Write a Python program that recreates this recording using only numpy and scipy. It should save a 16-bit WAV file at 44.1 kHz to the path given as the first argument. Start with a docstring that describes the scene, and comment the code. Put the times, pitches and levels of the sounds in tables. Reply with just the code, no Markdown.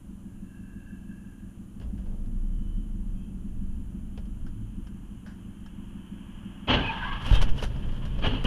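"""A crash heard from a waiting car

A car idles at a junction: its engine thumps, a fan blows, switches and the indicator tick.
Two cars collide just outside, crushing metal and plastic. One skids past on squealing tyres,
showers the windscreen with debris, jolts the waiting car and crashes again farther on.
A camera on the windscreen hears it all, coloured by the ringing of the glass and the cabin."""
import sys
import numpy as np
from scipy import signal
from scipy.fft import rfft, irfft, next_fast_len
from scipy.io import wavfile
from scipy.ndimage import map_coordinates

SR = 44100
rng = np.random.default_rng(int(sys.argv[2]) if len(sys.argv) > 2 else 0)


def pcm_store(signal):
    """Save signal as 16-bit PCM."""
    levels = np.round(np.clip(np.atleast_2d(signal), -1, 1) * 32767)
    wavfile.write(sys.argv[1], SR, levels.astype(np.int16).T)


N = 373086


def amp(db):
    """Turn decibels into a gain."""
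    return 10 ** (np.asarray(db) / 20)


def unit(x):
    """Scale a sound to an average strength (rms) of 1."""
    return x / np.sqrt(np.mean(x ** 2) + 1e-20)


def clock():
    """The time of every sample, in seconds."""
    return np.arange(N) / SR


def curve(rows):
    """Join (time_s, value) points with straight lines."""
    return np.interp(clock(), *np.transpose(rows))


def wobble(rate):
    """A smooth random curve through `rate` new values a second."""
    values = rng.standard_normal(int(N * rate / SR) + 4)
    steps = np.arange(0, N, 8)
    return np.interp(np.arange(N), steps, map_coordinates(values, [steps * rate / SR]))


def swell(start_s, rise_s, hold_s, fall_db_per_s):
    """A gain that rises to 1, holds and dies away."""
    t = clock() - start_s
    return np.clip(t / rise_s, 0, 1) * amp(-fall_db_per_s * np.maximum(t - rise_s - hold_s, 0))


def drive_by(nearest_s, width_s):
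    """A passing car is louder the nearer it is: a gain of 1 at its closest."""
    return 1 / np.hypot(1, (clock() - nearest_s) / width_s)


def tone(hz):
    """A pure tone that follows a pitch curve."""
    return np.sqrt(2) * np.sin(2 * np.pi * np.cumsum(hz) / SR)


def fuzzy_tone(hz, width_hz):
    """A narrow band of noise around one pitch."""
    phase = 2 * np.pi * hz * clock()
    return unit(wobble(width_hz) * np.sin(phase) + wobble(width_hz) * np.cos(phase))


def ring(modes, t):
    """An object struck at t = 0 rings; fade_s is always the time to fall by 60 dB."""
    t = np.maximum(t, 0)
    return sum(amp(db - 60 * t / fade_s) * np.sin(2 * np.pi * hz * t) for hz, db, fade_s in modes)


def grains(per_s, spread_db):
    """Tiny random clicks of uneven size."""
    size = amp(spread_db * np.clip(rng.standard_normal(N), -2, 2)) * rng.choice([-1, 1], N)
    return unit(size * (rng.random(N) < per_s / SR))


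# pitches that the windscreen and cabin strengthen: pitch_hz, width_hz, boost_db
GLASS = [(259, 30, 4.5), (601, 50, 5), (890, 68, 4), (1660, 150, 7), (2626, 72, 5.5), (2872, 116, 5.5),
         (3084, 270, 7)]

def coloured(x, colour, glass=True):
    """Filter x by a colour (how strong each pitch is next to the others), and by the glass if asked."""
    size = 2 * next_fast_len((N + SR // 2) // 2)
    hz = np.fft.rfftfreq(size, 1 / SR)
    points_hz, points_db = np.transpose(colour)
    octave, points = np.log2(hz + 1), np.log2(points_hz)
    octaves_outside = abs(octave - np.clip(octave, points[0], points[-1]))
    db = np.interp(octave, points, points_db) - 24 * octaves_outside
    if glass:
        db += sum(boost / (1 + (2 * (hz - pitch) / width) ** 2) for pitch, width, boost in GLASS)
    # build the filter so that it rings after a hit, never before
    cepstrum = irfft(np.log(amp(db) + 1e-6))
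    response = np.exp(rfft(2 * cepstrum[:size // 2], size) - cepstrum[0])
    return irfft(rfft(x, size) * response, size)[:N]


def noise(colour, glass=True):
    """Coloured noise of strength 1."""
    return unit(coloured(rng.standard_normal(N), colour, glass))


def clacks(hits, colour):
    """Hard hits, each a burst of noise that dies quickly."""
    t = clock()
    level = sum((t >= s) * amp(db - 60 * np.maximum(t - s, 0) / fade_s) for s, db, fade_s in hits)
    return level * noise(colour)


# colour of the microphone's hiss: pitch_hz, level_db
HISS = [(3500, -5.5), (5000, -10.5), (5700, -8.5), (6100, -3.5), (7200, 0), (8000, -7), (9000, 1),
        (10000, -1.5), (11100, 2.5), (11700, -9.5), (12500, -5.5), (13200, -10), (15000, -10)]
# steady electronic tones: pitch_hz, level_db
TONES = [(6002, -91), (6998, -88), (9001, -91), (10002, -89), (10998, -84)]
# path of a thin whine: time_s, pitch_hz
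WHINE = [(0, 14000), (1.78, 13750), (2.1, 13450), (3.45, 13430), (4.2, 13900), (4.27, 13430)]

def electronics():
    """The camera's own circuits hiss and whine faintly."""
    tones = sum(amp(db) * tone(np.full(N, hz)) for hz, db in TONES)
    whine = amp(-86) * tone(curve(WHINE) + 18 * wobble(60))
    return amp(-70.5) * noise(HISS, glass=False) + tones + whine


# colour of the air in the cabin: pitch_hz, level_db
CABIN = [(20, -12), (60, 4), (130, -4), (200, -10), (280, -1), (400, -17.5), (700, -24), (1400, -26.5),
         (2100, -35.5), (3000, -34.5), (3800, -56)]
# bands of a faint whistle: pitch_hz, width_hz, relative_db
WHISTLE = [(1640, 200, 0), (2700, 150, -7.5)]

def cabin_air():
    """A steady hush fills the cabin, with a brief wavering whistle near the start."""
    bands = sum(amp(db) * fuzzy_tone(hz, width) for hz, width, db in WHISTLE)
    hush = amp(-52) * noise(CABIN, glass=False)
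    whistling = swell(.18, rise_s=.35, hold_s=.75, fall_db_per_s=48)
    return hush + amp(-65.5 + 2.5 * wobble(11.6)) * whistling * bands


# colours of the fan's rumble and of air in the vents: pitch_hz, level_db
RUMBLE = [(11, -37.5), (18, 4), (39, -4.5), (113, -14), (155, -20.5), (197, -10.5), (299, -30), (329, -32),
          (500, -55), (650, -55), (1100, -120)]
VENT_RUSH = [(250, 0.5), (450, 3.5), (750, -4.5), (1200, -19), (2000, -27), (5000, -29.5)]
# puffs as the vents open: start_s, level_db
PUFFS = [(1.79, -63), (2.04, -61)]

def fan():
    """A low rumble swells as the fan pushes air through the vents."""
    blowing = swell(1.725, rise_s=.089, hold_s=2.68, fall_db_per_s=15)
    puffs = sum(amp(db) * swell(s, rise_s=.03, hold_s=.038, fall_db_per_s=55) for s, db in PUFFS)
    rumble = (amp(-51) + amp(-37) * blowing) * noise(RUMBLE, glass=False)
    rush = (amp(-72) * blowing + puffs) * noise(VENT_RUSH, glass=False)
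    return rumble + rush


# colour of tyres heard through closed windows: pitch_hz, level_db
STREET = [(300, -5), (700, -7), (1000, 1), (1500, -4), (2000, -9.5), (2900, -5), (3300, -5.5), (3800, -31),
          (6000, -29)]

def traffic(distant_db=-74, nearest_db=-57):
    """Tyres hum far away while one car draws near on the cross street."""
    approach = amp(nearest_db) * drive_by(nearest_s=6.66, width_s=.49)
    return np.hypot(amp(distant_db), approach) * noise(STREET)


# deep notes: start_s, length_s, first_hz, last_hz, level_db
DRONES = [(1.802, 0.19, 55.9, 47.1, -35), (2.018, 1.06, 26, 33.92, -31), (3.54, 0.65, 55.7, 55.5, -41.5),
          (4.384, 0.38, 47.7, 42.1, -45.5), (4.424, .22, 109.5, 107.2, -45.5),
          (7.977, 0.14, 30.24, 30, -27)]

def drone(rise_s=.079, waver_db=1.5):
    """A deep drone comes and goes, each note sliding a little in pitch."""
    drift = 1 + .0401 * wobble(14)
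    notes = np.zeros(N)
    for s, length_s, first_hz, last_hz, db in DRONES:
        hz = np.interp(clock(), [s, s + length_s], [first_hz, last_hz]) * drift
        notes += amp(db) * swell(s, rise_s, length_s - rise_s, fall_db_per_s=130) * tone(hz)
    return amp(waver_db * wobble(8.2)) * notes


# engine speed: time_s, turns_per_minute
IDLE = [(0.0, 715.3), (1.4, 719.3), (2.0, 708.2), (2.9, 711.2), (3.4, 723.3), (4.8, 720.9), (5.5, 713.1),
        (8.46, 711.6)]
# when each cylinder fires: fraction_of_cycle, relative_db
CYLINDERS = [(0.182, -10), (.475, -3), (0.702, -8), (.985, -8.5)]
# dashboard buzz after a firing: pitch_hz, relative_db, peak_s
DASHBOARD = [(197.9, -33, .019), (209.7, -38.5, 0.011), (256.5, -43, 0.019), (330.5, -51, 0.034),
             (427, -72, 0.032)]
# body boom after a firing: pitch_hz, relative_db, fade_s
BODY_BOOM = [(24, -70, 0.13), (51.4, -37.5, 0.13), (72, -45, 0.092), (106.2, -39.5, 0.14)]

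def engine(scatter_db=2.26, boom_lead_s=.01144):
    """Four uneven cylinders thump the car's body and set the dashboard buzzing."""
    cycles = np.cumsum(curve(IDLE)) / (120 * SR)  # one cycle is two turns
    firings = np.zeros(N)
    for place, db in CYLINDERS:
        at = np.flatnonzero(np.diff(np.floor(cycles - place)))
        firings[at] += amp(db + scatter_db * rng.standard_normal(len(at)))
    t = np.arange(SR // 3) / SR
    # the panels take a moment to swell
    buzz = sum(amp(db) * (t / peak_s * np.exp(1 - t / peak_s)) ** 3 * np.sin(2 * np.pi * hz * t)
               for hz, db, peak_s in DASHBOARD)
    # the body feels each firing a little earlier, and more evenly
    thumps = np.roll(np.sqrt(firings), -int(boom_lead_s * SR))
    return signal.fftconvolve(firings, buzz)[:N] + signal.fftconvolve(thumps, ring(BODY_BOOM, t))[:N]


# switch clicks and thinner, brighter snaps: start_s, relative_db, fade_s
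CLICKS = [(1.812, -49, 0.21), (1.978, -54.5, 0.25), (2.059, -60, 0.16), (4.176, -41, 0.092),
          (4.255, -54, 0.09)]
SNAPS = [(1.8, -49, .025), (2.26, -58, .03)]
# colours of hard plastic and of bright hits on glass, shared with the debris: pitch_hz, level_db
PLASTIC = [(200, 0), (500, 15), (1400, 3), (2500, -3.5), (3200, 1), (4000, -10.5), (5000, -5.5),
           (6500, -16), (12000, -59)]
SHARDS = [(300, 3), (700, 1.5), (1600, 5.5), (2200, -3.5), (3100, -1), (4200, -4), (6000, -6.5),
          (8000, -16.5), (11000, -12.5), (13000, -27), (15000, -42)]

def switches():
    """Hard plastic switches click and snap in the cabin."""
    return amp(-3) * (clacks(CLICKS, PLASTIC) + clacks(SNAPS, SHARDS))


# ticks of the indicator's relay, an electric switch: start_s, relative_db, fade_s
RELAY_TICKS = [(4.4653, -49, 0.12), (4.8693, -49, 0.1), (5.263, -47.5, 0.38), (5.661, -45.5, 0.072)]
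# colour of a tick: pitch_hz, level_db
RELAY_COLOUR = [(500, -3), (1200, -2.5), (1550, 4), (2300, -14), (3200, -14), (4000, -18), (5300, -13),
                (6300, -18), (9000, -32)]
# ringing of the relay's frame: pitch_hz, relative_db, fade_s
RELAY_FRAME = [(1550, -16, 0.1), (3110, -10, 0.057), (5340, -17, .05)]

def indicator():
    """The relay ticks, and each tick rings its little frame."""
    blows = np.zeros(N)
    for s, db, _ in RELAY_TICKS:
        blows[round(s * SR)] = amp(db)
    frame = signal.oaconvolve(blows, ring(RELAY_FRAME, np.arange(SR // 4) / SR))[:N]
    return amp(-4) * clacks(RELAY_TICKS, RELAY_COLOUR) + frame


# showers of small fragments: peak_s, relative_db
SHOWERS = [(7.268, -45.5), (7.312, -49.5), (7.355, -41.5), (7.434, -47.5), (7.58, -53), (7.64, -40.5),
           (8.27, -51)]
# sharp pieces on the glass and heavier ones on the bonnet: start_s, relative_db, fade_s
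GLASS_HITS = [(7.221, -46, 0.07), (7.3537, -38, 0.062), (7.4165, -30, 0.059), (7.4246, -32, 0.046),
              (7.4899, -45, 0.11), (8.0524, -46, 0.1), (8.4413, -35.5, 0.077)]
BONNET_HITS = [(7.326, -30, 0.08), (7.426, -28, 0.058), (7.578, -38.5, 0.15), (7.626, -27, 0.042),
               (7.639, -34.5, 0.062), (7.76, -44.5, 0.14), (7.92, -47, 0.21), (8.188, -37, 0.077)]

def debris(rise_db_per_s=420, fall_db_per_s=477):
    """Fragments shower the windscreen and trickle on; bigger pieces hit the glass and the bonnet."""
    t = clock()
    showers = sum(amp(db - np.maximum(rise_db_per_s * (s - t), fall_db_per_s * (t - s)))
                  for s, db in SHOWERS)
    patter = amp(4.5) * showers * unit(coloured(grains(per_s=2500, spread_db=3), SHARDS))
    dropping = swell(7.14, rise_s=.077, hold_s=1.3, fall_db_per_s=60)
    trickle = amp(-63) * dropping * unit(coloured(grains(per_s=600, spread_db=1), SHARDS))
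    return patter + trickle + clacks(GLASS_HITS, SHARDS) + amp(-3) * clacks(BONNET_HITS, PLASTIC)


# squealing blocks of tyre tread: pitch_ratio, relative_db
TREADS = [(0.929, -9), (0.999, -2), (1.1, -7.5), (1.95, -12)]

def tyre_squeal(low_hz=895, high_hz=1125, swing_s=7.06, swing_width_s=.0593):
    """Locked tyres stick and slip in a rasping squeal that climbs as the car swings round."""
    swing = (1 + np.tanh((clock() - swing_s) / swing_width_s)) / 2
    hz = low_hz + (high_hz - low_hz) * swing
    treads = sum(amp(db + 3 * wobble(70)) * tone(hz * ratio * (1 + .032 * wobble(200)))
                 for ratio, db in TREADS)
    rasp = fuzzy_tone(1634, width_hz=110)
    squealing = swell(6.74, rise_s=.15, hold_s=.23, fall_db_per_s=120)
    return squealing * (amp(-40) * treads + amp(-44) * rasp)


def lingering():
    """The gain of the noise that the skidding car leaves behind it."""
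    return swell(7.2, rise_s=.15, hold_s=1.5, fall_db_per_s=20)


# colour of rubber scraping the road: pitch_hz, level_db
SCRUB = [(300, -9), (550, -11), (750, -3), (1000, 3), (1500, -5), (2000, -8.5), (2900, -5.5), (3300, -3.5),
         (3800, -17.5), (6000, -32)]

def tyre_scrub(slide_db=-41, roll_db=-53.5):
    """The tyres scrape roughly over the road, then roll on."""
    sliding = swell(6.74, rise_s=.059, hold_s=.61, fall_db_per_s=120)
    friction = np.hypot(amp(slide_db) * sliding, amp(roll_db) * lingering())
    return friction * amp(2 * wobble(55)) * noise(SCRUB)


# short squeaks: peak_s, pitch_hz, relative_db, length_s
SCREECHES = [(2.718, 3040, -67.5, 0.29), (3.236, 2610, -72, 0.13), (3.226, 3170, -70.5, 0.11),
             (6.783, 1570, -33, 0.034), (6.854, 2530, -34, 0.022), (6.891, 2503, -30, 0.025),
             (6.902, 905, -34, 0.02), (7.035, 1560, -34, 0.023), (7.352, 3710, -43.5, 0.043),
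             (7.353, 2640, -39, 0.028), (7.365, 3180, -37, 0.037), (7.594, 2920, -38.5, 0.013)]

def screeches():
    """Brakes, metal and rubber squeak in short bursts of unsteady pitch."""
    t = clock()
    waver = 1 + .024 * wobble(400)
    return amp(-1) * sum(amp(db) * np.exp(-2 * ((t - s) / length_s) ** 2) * tone(hz * waver)
                         for s, hz, db, length_s in SCREECHES)


# colour of the exhaust's roar, shared with the boom of the crashes: pitch_hz, level_db
ROAR = [(11, -33), (18, 5.5), (38, -2.5), (97, -15), (134, -9.5), (166, -19.5), (219, -22), (297, -31),
        (362, -32), (700, -38.5), (910, -61), (1540, -120)]
# the waiting car's body when jolted: pitch_hz, level_db, fade_s
JOLT = [(43.6, -3.5, 0.18), (86, -8, 0.108), (133, -18, 0.075)]

def passing_car(jolt_s=7.313, jolt_rise_s=.0041):
    """After the first crash a car roars past, jolts the waiting one and drags a slow air wave along."""
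    t = clock()
    passing = drive_by(nearest_s=7.39, width_s=.094) * (t > CRASHES[0][0])
    roar = np.hypot(amp(-23.5) * passing, amp(-28) * lingering()) * noise(ROAR, glass=False)
    jolt = ring(JOLT, t - jolt_s) * np.clip((t - jolt_s) / jolt_rise_s, 0, 1)
    air_wave = -amp(-14) * np.sin(2 * np.pi * np.clip((t - 7.355) / .2, 0, 1))  # one pull, one push
    return roar + jolt + air_wave


def loose_metal(start_s, per_s, fade_s, spread_db):
    """Loose metal pieces are struck at random, each ringing briefly at a pitch of its own."""
    first = int(start_s * SR)
    count = int(per_s * (N - first) / SR)
    when, pitch, strength = np.hsplit(rng.random((count, 3)), 3)
    starts = first + (when * (N - first)).astype(int)
    hz = 400 * 12 ** pitch  # 400 to 4800 Hz
    t = np.arange(SR // 10) / SR
    rings = amp(spread_db * strength - 60 * t / fade_s) * np.sin(2 * np.pi * hz * t) * np.sqrt(hz)
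    return np.bincount((starts + np.arange(len(t))).ravel(), rings.ravel(), N)[:N]


# car bodies strike: start_s, rise_s, crush_s, crunch_relative_db, thud_relative_db
CRASHES = [(6.671, 0.03, 0.048, -22.5, -23), (7.26, 0.024, 0.097, -41, -39),
           (8.212, 0.037, 0.021, -28.5, -27.5), (8.3, .03, .02, -50, -40), (8.442, 0.019, .02, -29.5, -20)]
# colours of the crunch and the thud: pitch_hz, level_db
CRUNCH = [(200, -5.5), (400, -4), (550, -3.5), (780, -4), (1100, -3.5), (1600, -10.5), (2150, -11),
          (2900, -5), (3300, -5.5), (3650, -17), (4400, -19.5), (5300, -32), (6500, -33), (7500, -53),
          (12000, -68)]
THUD = [(20, -11), (35, -5), (80, 1), (125, -2.5), (190, -6.5), (255, -4), (330, -16), (420, -11),
        (500, -17), (700, -30.5)]

def collisions(rattle_db=-5.5, crack_db=-1, metal_db=-6, boom_db=-7):
    """Panels buckle, plastic cracks and loose metal rings over the thud and boom of the two cars."""
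    crushing, thudding = np.zeros(N), np.zeros(N)
    for s, rise_s, crush_s, crunch_db, thud_db in CRASHES:
        # the crunch stops fast and leaves a rattle; the thud hangs on
        crush = swell(s, rise_s, crush_s, fall_db_per_s=412)
        rattle = amp(rattle_db) * swell(s, rise_s, crush_s, fall_db_per_s=91)
        crushing += amp(crunch_db) * np.maximum(crush, rattle)
        thudding += amp(thud_db) * swell(s, rise_s, crush_s, fall_db_per_s=110)
    buckling = grains(per_s=4000, spread_db=1.5) * amp(wobble(110))
    cracks = unit(coloured(buckling, CRUNCH))
    metal = coloured(loose_metal(start_s=6.6, per_s=500, fade_s=.14, spread_db=14), CRUNCH)
    crunch = amp(crack_db) * cracks + amp(metal_db) * metal / np.std(metal[-SR:])
    thud = noise(THUD) + amp(boom_db) * noise(ROAR, glass=False)
    return crushing * crunch + thudding * thud


def scene():
    """All the sounds meet at one microphone."""
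    waiting = engine() + fan() + traffic() + cabin_air() + drone() + switches() + indicator()
    crash = collisions() + tyre_squeal() + tyre_scrub() + screeches() + passing_car() + debris()
    return (waiting + crash + electronics())[None]


def record(dry, ceiling=.48, top_hz=15000):
    """The jolt overloads the microphone, which squashes it; the camera cuts off the highest treble."""
    squashed = dry / (1 + (dry / ceiling) ** 6) ** (1 / 6)
    size = next_fast_len(N + SR // 2)
    kept = np.fft.rfftfreq(size, 1 / SR) < top_hz
    return irfft(rfft(squashed, size) * kept, size)[:, :N]


dry = scene()
out = record(dry)
pcm_store(out)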